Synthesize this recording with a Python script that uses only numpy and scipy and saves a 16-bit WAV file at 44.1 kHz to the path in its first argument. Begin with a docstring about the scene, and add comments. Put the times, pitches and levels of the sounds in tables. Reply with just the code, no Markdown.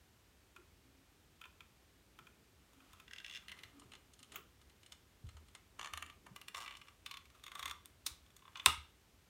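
"""A revolver is worked into a stiff leather holster over a desk in a small, quiet room.
First hands rub and bump softly and the leather gives a few ticks. From about 3 s it sticks and slips
on the steel in creaking runs, each slip exciting the holster's resonances; at 4.4 s the gun scuffs
along the seam. From 7 s the strap is stretched, steel skids over the rim of its press stud, and at
8.7 s the stud snaps shut, jolting the holster in the hands."""
import sys
import numpy as np
from scipy import signal
from scipy.fft import rfft, irfft
from scipy.io import wavfile
from scipy.ndimage import uniform_filter1d

SR = 44100
rng = np.random.default_rng(int(sys.argv[2]) if len(sys.argv) > 2 else 0)


def master_out(mix):
    """Clip the mix to full scale and print it as 16-bit PCM to the path in sys.argv[1]."""
    frames = np.transpose(np.atleast_2d(mix))
    ceiling = np.clip(frames, -1, 1)
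    pcm = np.round(ceiling * 32767).astype(np.int16)
    wavfile.write(sys.argv[1], SR, pcm)


N = 409688
SIZE, LEAD_S = 4096, 0.006  # samples in one contact sound; time allowed for creep before a slip


def amp(db):
    """Decibels to amplitude ratio."""
    return 10 ** (np.asarray(db) / 20)


def unit(x):
    """Normalisation to rms 1."""
    return x / np.sqrt(np.mean(x ** 2) + 1e-20)


def fade(t, t60):
    """Exponential decay, 60 dB in t60 seconds."""
    return np.exp(-np.log(1000) * t / t60)


def along(points, hz):
    """Interpolation of (frequency [Hz], value) points on a logarithmic frequency axis."""
    f, v = np.transpose(points)
    return np.interp(np.log(hz + 1), np.log(f + 1), v)


def add(track, s, sound):
    """Superposition of a sound on the track at time s."""
    part = track[max(round(s * SR), 0):][:len(sound)]
    part += sound[:len(part)]


def noise(spectrum, size):
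    """Spectral shaping of white noise, at rms 1."""
    hz = np.fft.rfftfreq(size, 1 / SR)
    return unit(irfft(rfft(rng.standard_normal(size)) * amp(along(spectrum, hz)), size))


def causal(gain):
    """Minimum phase: the response with this gain that rings only after the blow."""
    cepstrum = irfft(np.log(np.maximum(gain, 1e-6)))
    cepstrum[1:SIZE // 2] *= 2
    cepstrum[SIZE // 2 + 1:] = 0
    return np.exp(rfft(cepstrum))


def even(force, grain):
    """Averaging: many tiny contacts sum to an even spectrum; grain (0-1) is the unevenness that stays."""
    return force * causal(uniform_filter1d(np.abs(force), size=15) ** (grain - 1))


# Spectrum of the room's air: (frequency [Hz], relative density [dB])
AIR_SPECTRUM = [(13, -49.5), (22, -25.5), (48, -3.5), (70, -1), (140, -12.5), (270, -16), (569, -20.5),
                (2320, -23.5), (2980, -24), (3510, -25), (4260, -27), (8970, -30.5), (10600, -34.5),
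                (12500, -31.5), (16000, -37)]
def hush():
    """Stationary noise, strongest in the bass, is the room's noise floor."""
    return amp(-68.5) * noise(AIR_SPECTRUM, N)


# Decay of the room: (frequency [Hz], t60 [s])
ROOM_T60 = [(100, .5), (400, 0.27), (1200, 0.31), (3500, 0.35), (8000, .27), (15000, .23)]
# Colour of the echo: (frequency [Hz], relative gain [dB])
ECHO_COLOUR = [(100, -0.5), (400, -1.5), (1200, 4.5), (3500, -2), (8000, -1), (15000, -2)]
def room(x):
    """Diffuse reverberation: convolution with decaying noise, renewed every 0.1 s as the hands move."""
    out, hop = np.zeros(N), SR // 10
    for start in range(0, N, hop):
        block = x[start:start + hop]
        if block.any():
            hz, t, spectra = signal.stft(rng.standard_normal(SR // 2), SR, nperseg=256)
            decay = fade(t, along(ROOM_T60, hz)[:, None]) * (1 - fade(t, 0.0044))
            colour = amp(along(ECHO_COLOUR, hz))[:, None]
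            tail = signal.istft(spectra * colour * decay, SR, nperseg=256)[1]
            add(out, start / SR + 0.003, signal.fftconvolve(block, tail / np.linalg.norm(tail)))
    return out


# Hollow swells under the handling: (peak time [s], level [dB], centre [Hz], 1/e half-width [s])
SWELLS = [(0.603, -64.5, 356, 0.041), (0.96, -73, 268, 0.085), (2.796, -65.5, 276, 0.059),
          (3.5, -68, 198, 0.078), (3.81, -60, 279.6, 0.052), (4.217, -71, 260, 0.048),
          (4.377, -67, 408, .06), (6.07, -68.5, 272, 0.056)]
def swells():
    """Narrow-band noise under a Gaussian envelope is heard as a soft, dull swell."""
    out, t = np.zeros(N), np.arange(SR // 2) / SR
    middle = t.mean()
    for s, db, hz, width in SWELLS:
        band = [(hz / 2, -50), (hz * 0.94, -18), (hz, 0), (hz * 1.065, -18), (hz * 2, -60), (hz * 4, -120)]
        envelope = np.exp(-((t - middle) / width) ** 2)
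        add(out, s - middle, amp(db) * envelope * noise(band, len(t)))
    return out


# Bumps of hands and holster: (time [s], level [dB], frequency [Hz], t60 [s])
BUMPS = [(2.211, -58, 129, 0.086), (2.93, -58, 91, 0.28), (3.65, -60, 112, 0.19), (3.851, -56, 124, 0.11),
         (5.24, -42, 106, 0.19), (5.261, -40.5, 77.5, 0.12), (5.345, -50.5, 77.3, 0.42),
         (5.93, -54.5, 79.3, 0.78), (6.309, -51.5, 126, 0.11), (6.312, -53.5, 192, 0.12),
         (7.632, -60, 74, 1), (8.11, -49, 70, 0.11), (8.664, -40, 76.6, 0.33), (8.662, -40, 123, 0.14),
         (8.661, -44.5, 388, .07), (8.775, -45.5, 75, 0.28)]
def bumps():
    """Damped oscillation: each soft push excites one low mode."""
    out, t = np.zeros(N), np.arange(SR // 2) / SR
    attack = 1 - fade(t, 0.01)
    for s, db, hz, t60 in BUMPS:
        add(out, s, amp(db) * np.sin(2 * np.pi * hz * t) * fade(t, t60) * attack)
    return out


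def gestures(rows):
    """Incoherent addition: the envelope of gestures that rise, fall and sum in power."""
    t = np.arange(N) / SR
    power = sum(amp(db - 20 * np.maximum((s - t) / rise, (t - s) / fall)) ** 2
                for s, db, rise, fall in rows)
    return np.sqrt(power)


# Shifts of the palms: (peak time [s], level [dB], 20 dB rise [s], 20 dB fall [s])
PALM_RUBS = [(0.73, -75, .08, .7), (2.27, -73.5, 0.92, 0.83), (2.78, -78, 0.4, 0.26),
             (3.88, -70.5, 0.72, 0.41), (4.34, -68, 0.055, 0.41), (5.25, -70, .06, .08),
             (5.43, -68.5, .04, 0.044), (5.79, -71.5, 0.038, 0.67), (6.21, -73, 0.46, 1),
             (7.68, -71, 0.41, 0.2)]
# Skin on leather: (frequency [Hz], relative density [dB])
PALM_SPECTRUM = [(60, -13.5), (170, -2.5), (280, -3), (400, -3), (600, -17), (1500, -41.5)]
def palms():
    """Friction of soft skin gives dull noise, faint while the hands only hold."""
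    holding = amp(-80)
    jolt = (8.6723, -47, 0.012, 0.0602)  # one more rub, as the snap shakes the holster
    return np.hypot(holding, gestures(PALM_RUBS + [jolt])) * noise(PALM_SPECTRUM, N)


# Strokes of the gun: (peak time [s], level [dB], 20 dB rise [s], 20 dB fall [s])
DRAG_STROKES = [(2.94, -69, .45, 0.26), (3.33, -67.5, 0.34, 0.47), (3.574, -68.5, 0.087, 0.59),
                (4.357, -55.5, 0.054, 0.067), (5.84, -64.5, 0.1, 0.32), (6.608, -61, 0.064, .2),
                (6.85, -72, .2, 0.21), (7.35, -68.5, .02, .15), (7.594, -56.5, .075, 0.12),
                (8.65, -63.5, 0.25, 0.029)]
# Leather on steel: (frequency [Hz], relative density [dB])
DRAG_SPECTRUM = [(300, -23.5), (600, -4), (900, -6), (1250, 5.5), (1600, -7), (3000, -3), (4500, -14.5),
                 (7000, -13), (10500, -16.5), (16000, -22.5)]
def drag():
    """Sliding friction of the gun in the leather: noise with a fine grain of amplitude modulation."""
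    grain_db = 2.5 * unit(uniform_filter1d(rng.standard_normal(N), size=200))
    return gestures(DRAG_STROKES) * unit(amp(grain_db) * noise(DRAG_SPECTRUM, N))


# Short skids: (peak time [s], level [dB], lead-in [s], t60 [s])
SCUFFS = [(4.359, -37.5, 0.0016, 0.026), (8.0673, -32.5, .0045, 0.03)]
# Their spectra, along the seam and over the stud's rim: (frequency [Hz], relative density [dB])
SEAM = [(150, -11), (400, -20), (750, -15), (1250, 4.5), (1800, -5), (3250, 3), (4600, -27), (6900, -7),
        (8000, -17), (10000, -22), (12500, -9), (15300, -1), (16000, -3.5)]
STUD_RIM = [(180, -37), (320, -9.5), (530, -28), (1100, -6), (1750, -13), (2400, -6.5), (3000, -8),
            (3700, 3), (4500, -3.5), (6000, -2.5), (7700, -7.5), (9000, -2.5), (10200, -9.5),
            (16000, -12.5)]
def scuffs():
    """Static friction yields to sliding: steel creeps, breaks loose and skids; noise follows speed."""
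    out, hz = np.zeros(N), np.fft.rfftfreq(SIZE, 1 / SR)
    t = (np.arange(SIZE) - SIZE / 2) / SR
    creep = amp(-20.5) * fade(np.abs(t), t60=0.042)
    for (s, db, lead, t60), colour in zip(SCUFFS, [SEAM, STUD_RIM]):
        speed = np.clip(1 + t / lead, 0, 1) ** 0.56 * fade(np.maximum(t, 0), t60) + creep
        force = even(rfft(speed * rng.standard_normal(SIZE)), grain=0.4)
        skid = irfft(force * causal(amp(along(colour, hz))))
        add(out, s + t[0], amp(db) * np.linalg.norm(speed) * skid / np.linalg.norm(skid))
    return out


# The hollow, main, edge and fizz bands of a tick: (lower limit [Hz], upper limit [Hz])
BANDS = [(800, 1450), (1450, 4500), (4500, 10000), (10000, 16000)]
def contact(modes, bands_db, length, grain, detune, vary_db, loss_hz, knee_hz, floor_db, creep_db):
    """Modal excitation: a burst of tiny slips rings a body's resonances; bands_db sets each band's level."""
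    hz, t = np.fft.rfftfreq(SIZE, 1 / SR), np.arange(SIZE) / SR - LEAD_S
    spots = rng.standard_normal((len(modes), 2))  # every slip catches at a new spot
    peaks = 0
    for (f, width, db), (higher, louder) in zip(modes, spots):
        offset = 2 * (hz - f * (1 + detune * higher)) / (width + loss_hz * f / 3000)
        peaks += amp(db + vary_db * louder) ** 2 / (1 + offset ** 2)
    floor = amp(floor_db) ** 2 / (1 + (hz / 9000) ** 2)
    radiation = hz ** 2 / (hz ** 2 + knee_hz ** 2)  # a small object radiates little bass
    body = np.sqrt(peaks / peaks.max() + floor) * radiation
    # the surfaces creep faintly before they let go; then the treble comes first, the hollow part later
    creep, after = amp(creep_db) * fade(np.abs(t), 0.03), np.maximum(t, 0)
    grit, treble = rng.standard_normal(SIZE), hz ** 4 / (hz ** 4 + 4500 ** 4)
    slow, fast = [rfft(grit * unit(creep + np.sqrt(after / life) * np.exp(-after / life)))
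                  for life in (length, 0.8 * length)]
    force = even(slow * (1 - treble) + fast * treble, grain)
    for _ in range(2):  # bring each band to its level with a smooth tilt
        power = np.abs(force * body) ** 2 / SIZE / 200  # energy spread over 200 samples
        trim = [(np.sqrt(lo * hi), db - 10 * np.log10(power[(hz > lo) & (hz < hi)].sum()))
                for (lo, hi), db in zip(BANDS, bands_db)]
        body = body * amp(along(trim, hz))
    return irfft(force * causal(body))


def stray_slips(start=2.7, end=8.5, per_s=4):
    """A random point process: rows of faint slips while the leather is under strain."""
    chance = rng.random((round(per_s * (end - start)), 2))
    return [(start + (end - start) * when, -67.5 - 4 * softer, 0, 0) for when, softer in chance]


# Runs of slips: (start [s], length [s], mean gap [s], hurry [0-1], first level [dB], last level [dB],
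# extra hollowness [dB], extra brightness [dB])
CREAKS = [(3.111, .0904, .045, .23, -54.5, -55.5, 10, 2.5),
          (3.263, .1089, .012, 0.53, -52.5, -51.5, -2.5, 3.5),
          (3.9183, .034, .017, 0.01, -55, -58, 0, -5.5), (5.7937, .0782, .0156, 0.24, -50, -55.5, 1, 0),
          (6.559, .028, .0093, 0.02, -59.5, -57.5, 10, 10.5), (6.6033, .0429, .0086, .1, -56, -59, 6, 6),
          (6.661, .0903, .015, .1, -50, -57, -2, -4.5), (7.6563, .0547, .018, .35, -46, -46, 2.5, 0),
          (8.422, .057, .028, 0.2, -71, -65.5, 9.5, -8)]
def creak_slips(scatter_s=0.0005, scatter_db=2.56):
    """Relaxation oscillation: rows of uneven slips that crowd together as the leather gives way."""
    rows = []
    for start, length, gap, hurry, first_db, last_db, hollow, bright in CREAKS:
        u = np.linspace(0, 1, round(length / gap) + 1)  # progress through the run
        late, louder = rng.standard_normal((len(u), 2)).T
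        times = start + length * (u + hurry * u * (1 - u)) + scatter_s * late * (u > 0)
        levels = first_db + (last_db - first_db) * u + scatter_db * louder
        rows += [(s, db, hollow, bright) for s, db in zip(times, levels)]
    return rows


# The holster's modes as the gun fills it and the strap tightens:
# (frequency [Hz], width before added loss [Hz], relative level [dB])
LOOSE = [(1040, 50, 5), (1338, 110, 6), (1660, 170, -15), (2490, 130, 1), (3160, 100, -1.5),
         (3470, 37, -2.5), (6700, 500, -16)]
ENTERING = [(1600, 41, -2), (1980, 94, -1.5), (2350, 100, -11), (2720, 15, -19), (2780, 60, 0.5),
            (3390, 130, -4), (3920, 49, -24), (5220, 53, -16), (6330, 56, -19), (10300, 32, -33)]
SLIDING = [(1240, 140, -9.5), (2016, 110, 7.5), (2920, 350, 0.5), (3540, 280, -3.5), (4100, 200, -1.5),
           (6150, 780, -12), (9300, 900, -13)]
TURNED = [(1242, 34, -2), (2100, 170, -5), (2970, 250, 4.5), (3550, 100, 1), (4120, 150, 1.5),
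          (5250, 180, -5), (6800, 350, -1), (7960, 490, -5), (9200, 690, 3.5), (12200, 1500, -7)]
SEATED = [(1183, 110, -6.5), (1800, 120, -5.5), (2240, 33, -1.5), (2800, 160, 0.5), (3050, 21, 0.5),
          (3510, 67, -3), (4310, 110, -8.5), (6090, 130, -12), (6940, 200, -8.5), (8350, 240, -11),
          (9500, 140, -8.5), (10100, 42, -21), (11270, 180, -9), (11500, 67, -24), (14300, 1500, -25)]
PULLED = [(1152, 99, 1), (1640, 40, -3), (2010, 19, 2.5), (2090, 65, -5), (2370, 65, 5), (2830, 180, 5.5),
          (3500, 73, 1.5), (4180, 110, -7.5), (5520, 84, -9), (7400, 160, -15.5), (9270, 120, -15),
          (11300, 92, -20), (11800, 35, -24)]
STRETCHED = [(1094, 72, 12.5), (2300, 140, -5.5), (2970, 240, -8), (3510, 59, -3), (4220, 62, -5),
             (5430, 200, -16), (6700, 170, -13), (8900, 190, -14), (11500, 66, -13), (12900, 98, -19),
             (14400, 64, -23)]
TAUT = [(1140, 87, 6.5), (2080, 37, -12), (3426, 28, -4), (3650, 35, -8), (4270, 41, -20), (5700, 59, -15),
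        (6640, 110, -8), (7660, 76, -17), (8640, 120, -10), (10800, 55, -18), (12000, 110, -19),
        (12700, 100, -18), (13600, 120, -20), (14800, 100, -25)]
PRESSED = [(1080, 70, 7.5), (2110, 210, -11), (2460, 40, -9.5), (2970, 41, -6.5), (3500, 65, 0.5),
           (4290, 97, -17), (6240, 60, -16.5), (7780, 44, -19.5)]
# Grips, with bands relative to the main band:
# (start [s], modes, slip length [s], hollow [dB], edge [dB], fizz [dB])
GRIPS = [(0, LOOSE, .0029, -4, -15, -18), (3.05, ENTERING, 0.002, -27.5, -13, -28),
         (3.45, SLIDING, 0.0038, -17, -11.5, -18), (3.75, TURNED, 0.0036, -9, -2.5, -17.5),
         (5.7, SEATED, 0.0017, -1.5, -5.5, -23), (5.9, SEATED, 0.0019, -1.5, -7.5, -15),
         (6.3, PULLED, 0.0023, -6, -11.5, -14.5), (6.53, PULLED, 0.0029, -5.5, -9.5, -20.5),
         (7, STRETCHED, .0032, -9, -9.5, -15.5), (7.35, TAUT, 0.0028, -7, -8.5, -14),
         (8.4, PRESSED, 0.0026, -6.5, -15.5, -30)]
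# Single slips: (time [s], main band level [dB], extra hollowness [dB], extra brightness [dB])
SLIPS = [(0.5624, -58, 3.5, 3), (1.414, -54, -1, 1.5), (1.4393, -54, -7, -5), (1.454, -58.5, 2.5, 1),
         (1.6058, -55, -4, -1.5), (2.1886, -58.5, 5.5, 3.5), (2.2689, -59, -2.5, 0.5), (2.732, -75, 5, 14),
         (2.8033, -67.5, 2.5, 1), (2.9317, -65, 4, 12.5), (2.9993, -59, -1.5, 6), (3.0793, -58, 8, -0.5),
         (3.1337, -50, 7, 6), (3.183, -50, -3, 2), (3.2456, -47, -2, -1), (3.4822, -50.5, 0, -0.5),
         (3.494, -52.5, -3, -3), (3.5168, -48.5, 2.5, -1), (3.5882, -55.5, -20, -2),
         (3.6342, -51, 1.5, 0.5), (3.797, -66.5, 4, 8), (3.818, -66, 10.5, -18), (4.1356, -67, -3, 6),
         (4.191, -68, 1, 7), (4.229, -59, -2.5, 2.5), (4.32, -57.5, 3, 1.5), (4.6145, -68, 3, -1),
         (4.831, -64.5, -5, -1), (4.862, -61.5, -6, 0), (4.921, -54, -2, 0.5), (5.289, -61.5, 4.5, -2.5),
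         (5.368, -65, 9.5, -0.5), (5.55, -55.5, 2, 0), (5.9355, -44.5, -0.5, 1), (5.9744, -47, -1, 2.5),
         (6.0244, -46, -1.5, -1), (6.062, -56.5, -13.5, -1), (6.0991, -54.5, -6.5, -7),
         (6.266, -61, 5.5, 1.5), (6.3615, -52.5, 3, 5.5), (6.414, -55.5, -2, 5), (6.4826, -48.5, -5.5, 4),
         (6.546, -46, 3.5, 1.5), (6.769, -60, 1, 9), (6.815, -56, -4.5, -3), (6.883, -59.5, 1, 1),
         (7.0615, -44.5, -2.5, -0.5), (7.1116, -47, 0.5, -0.5), (7.1402, -50, 3, -3),
         (7.1702, -50, 0, -1.5), (7.255, -65, -1, 2), (7.301, -67.5, 3, 2), (7.438, -52.5, -2.5, 1.5),
         (7.464, -50.5, -1, -2), (7.4797, -54.5, 2, -2), (7.5172, -51.5, 1.5, -3), (7.5523, -48.5, 6, 0.5),
         (7.593, -47.5, 6, 2), (7.6274, -43, 2, -3), (8.365, -65, -0.5, 11.5), (8.556, -47, 0.5, -2.5),
         (8.5709, -52, 1.5, 8.5), (8.5969, -44, -5.5, -2.5)]
def leather():
    """Stick-slip friction: each slip on the steel rings the holster as it is gripped at that moment."""
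    out = np.zeros(N)
    for s, db, hollower, brighter in SLIPS + creak_slips() + stray_slips():
        _, modes, length, hollow, edge, fizz = [grip for grip in GRIPS if grip[0] <= s][-1]
        bands_db = db + np.array([hollow + hollower, 0, edge + brighter, fizz + brighter])
        tick = contact(modes, bands_db, length, grain=0.54, detune=0.015, vary_db=2,
                       loss_hz=44.9, knee_hz=1000, floor_db=-28, creep_db=-24)
        add(out, s - LEAD_S, tick)
    return out


# The stud's modes: (frequency [Hz], width before added loss [Hz], relative level [dB])
STUD_MODES = [(940, 74, -3.5), (1055, 40, 3), (1255, 140, 1.5), (2180, 110, -5), (2820, 300, -3),
              (3636, 140, -1), (4054, 260, -13), (5380, 770, -13.5), (8140, 360, -7.5), (9300, 510, -6.5),
              (12340, 1300, -12.5), (15340, 900, -20.5)]
# The stud ticks on its socket, then rides over its spring, bottoms, and jolts the strap:
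# (time [s], length [s], main band level [dB], relative hollow [dB], edge [dB], fizz [dB])
STUD_IMPACTS = [(7.8576, 0.00058, -62.5, -9, 4, 2.5), (8.6603, 0.00039, -25, -13.5, -0.5, -8.5),
                (8.6618, 0.00057, -23, -6.5, -8.5, -19), (8.6634, 0.0016, -31.5, 1, -7, -15)]
def snap():
    """Impact excitation: very brief contacts ring the press stud, which shuts with a hard click."""
    out = np.zeros(N)
    for s, length, db, hollow, edge, fizz in STUD_IMPACTS:
        bands_db = db + np.array([hollow, 0, edge, fizz])
        click = contact(STUD_MODES, bands_db, length, grain=0.2, detune=0.005, vary_db=-0.9,
                        loss_hz=70, knee_hz=650, floor_db=-29, creep_db=-46)
        add(out, s - LEAD_S, click)
    return out


def scene():
    """Superposition of the close, direct sounds, their reverberation and the room's hush."""
    ticks = leather()
    # the room's smooth, even echo of the snap and scuffs: four draws average away random spectral ripple
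    steel_echo = sum(room(amp(-17.5) * snap() + amp(-16.5) * scuffs()) for _ in range(4))
    echo = amp(-10.5) * room(ticks) + steel_echo
    return (ticks + snap() + scuffs() + echo + bumps() + swells() + drag() + palms() + hush())[None]


def record(dry):
    """Band limiting removes rumble below 33 Hz and treble above 16 kHz."""
    dry = signal.sosfilt(signal.butter(4, 33, "highpass", fs=SR, output="sos"), dry)
    lowpass = signal.firwin(161, 16000, fs=SR, window="blackman")
    return signal.fftconvolve(dry, lowpass[None], mode="same", axes=1)


dry = scene()
out = record(dry)
master_out(out)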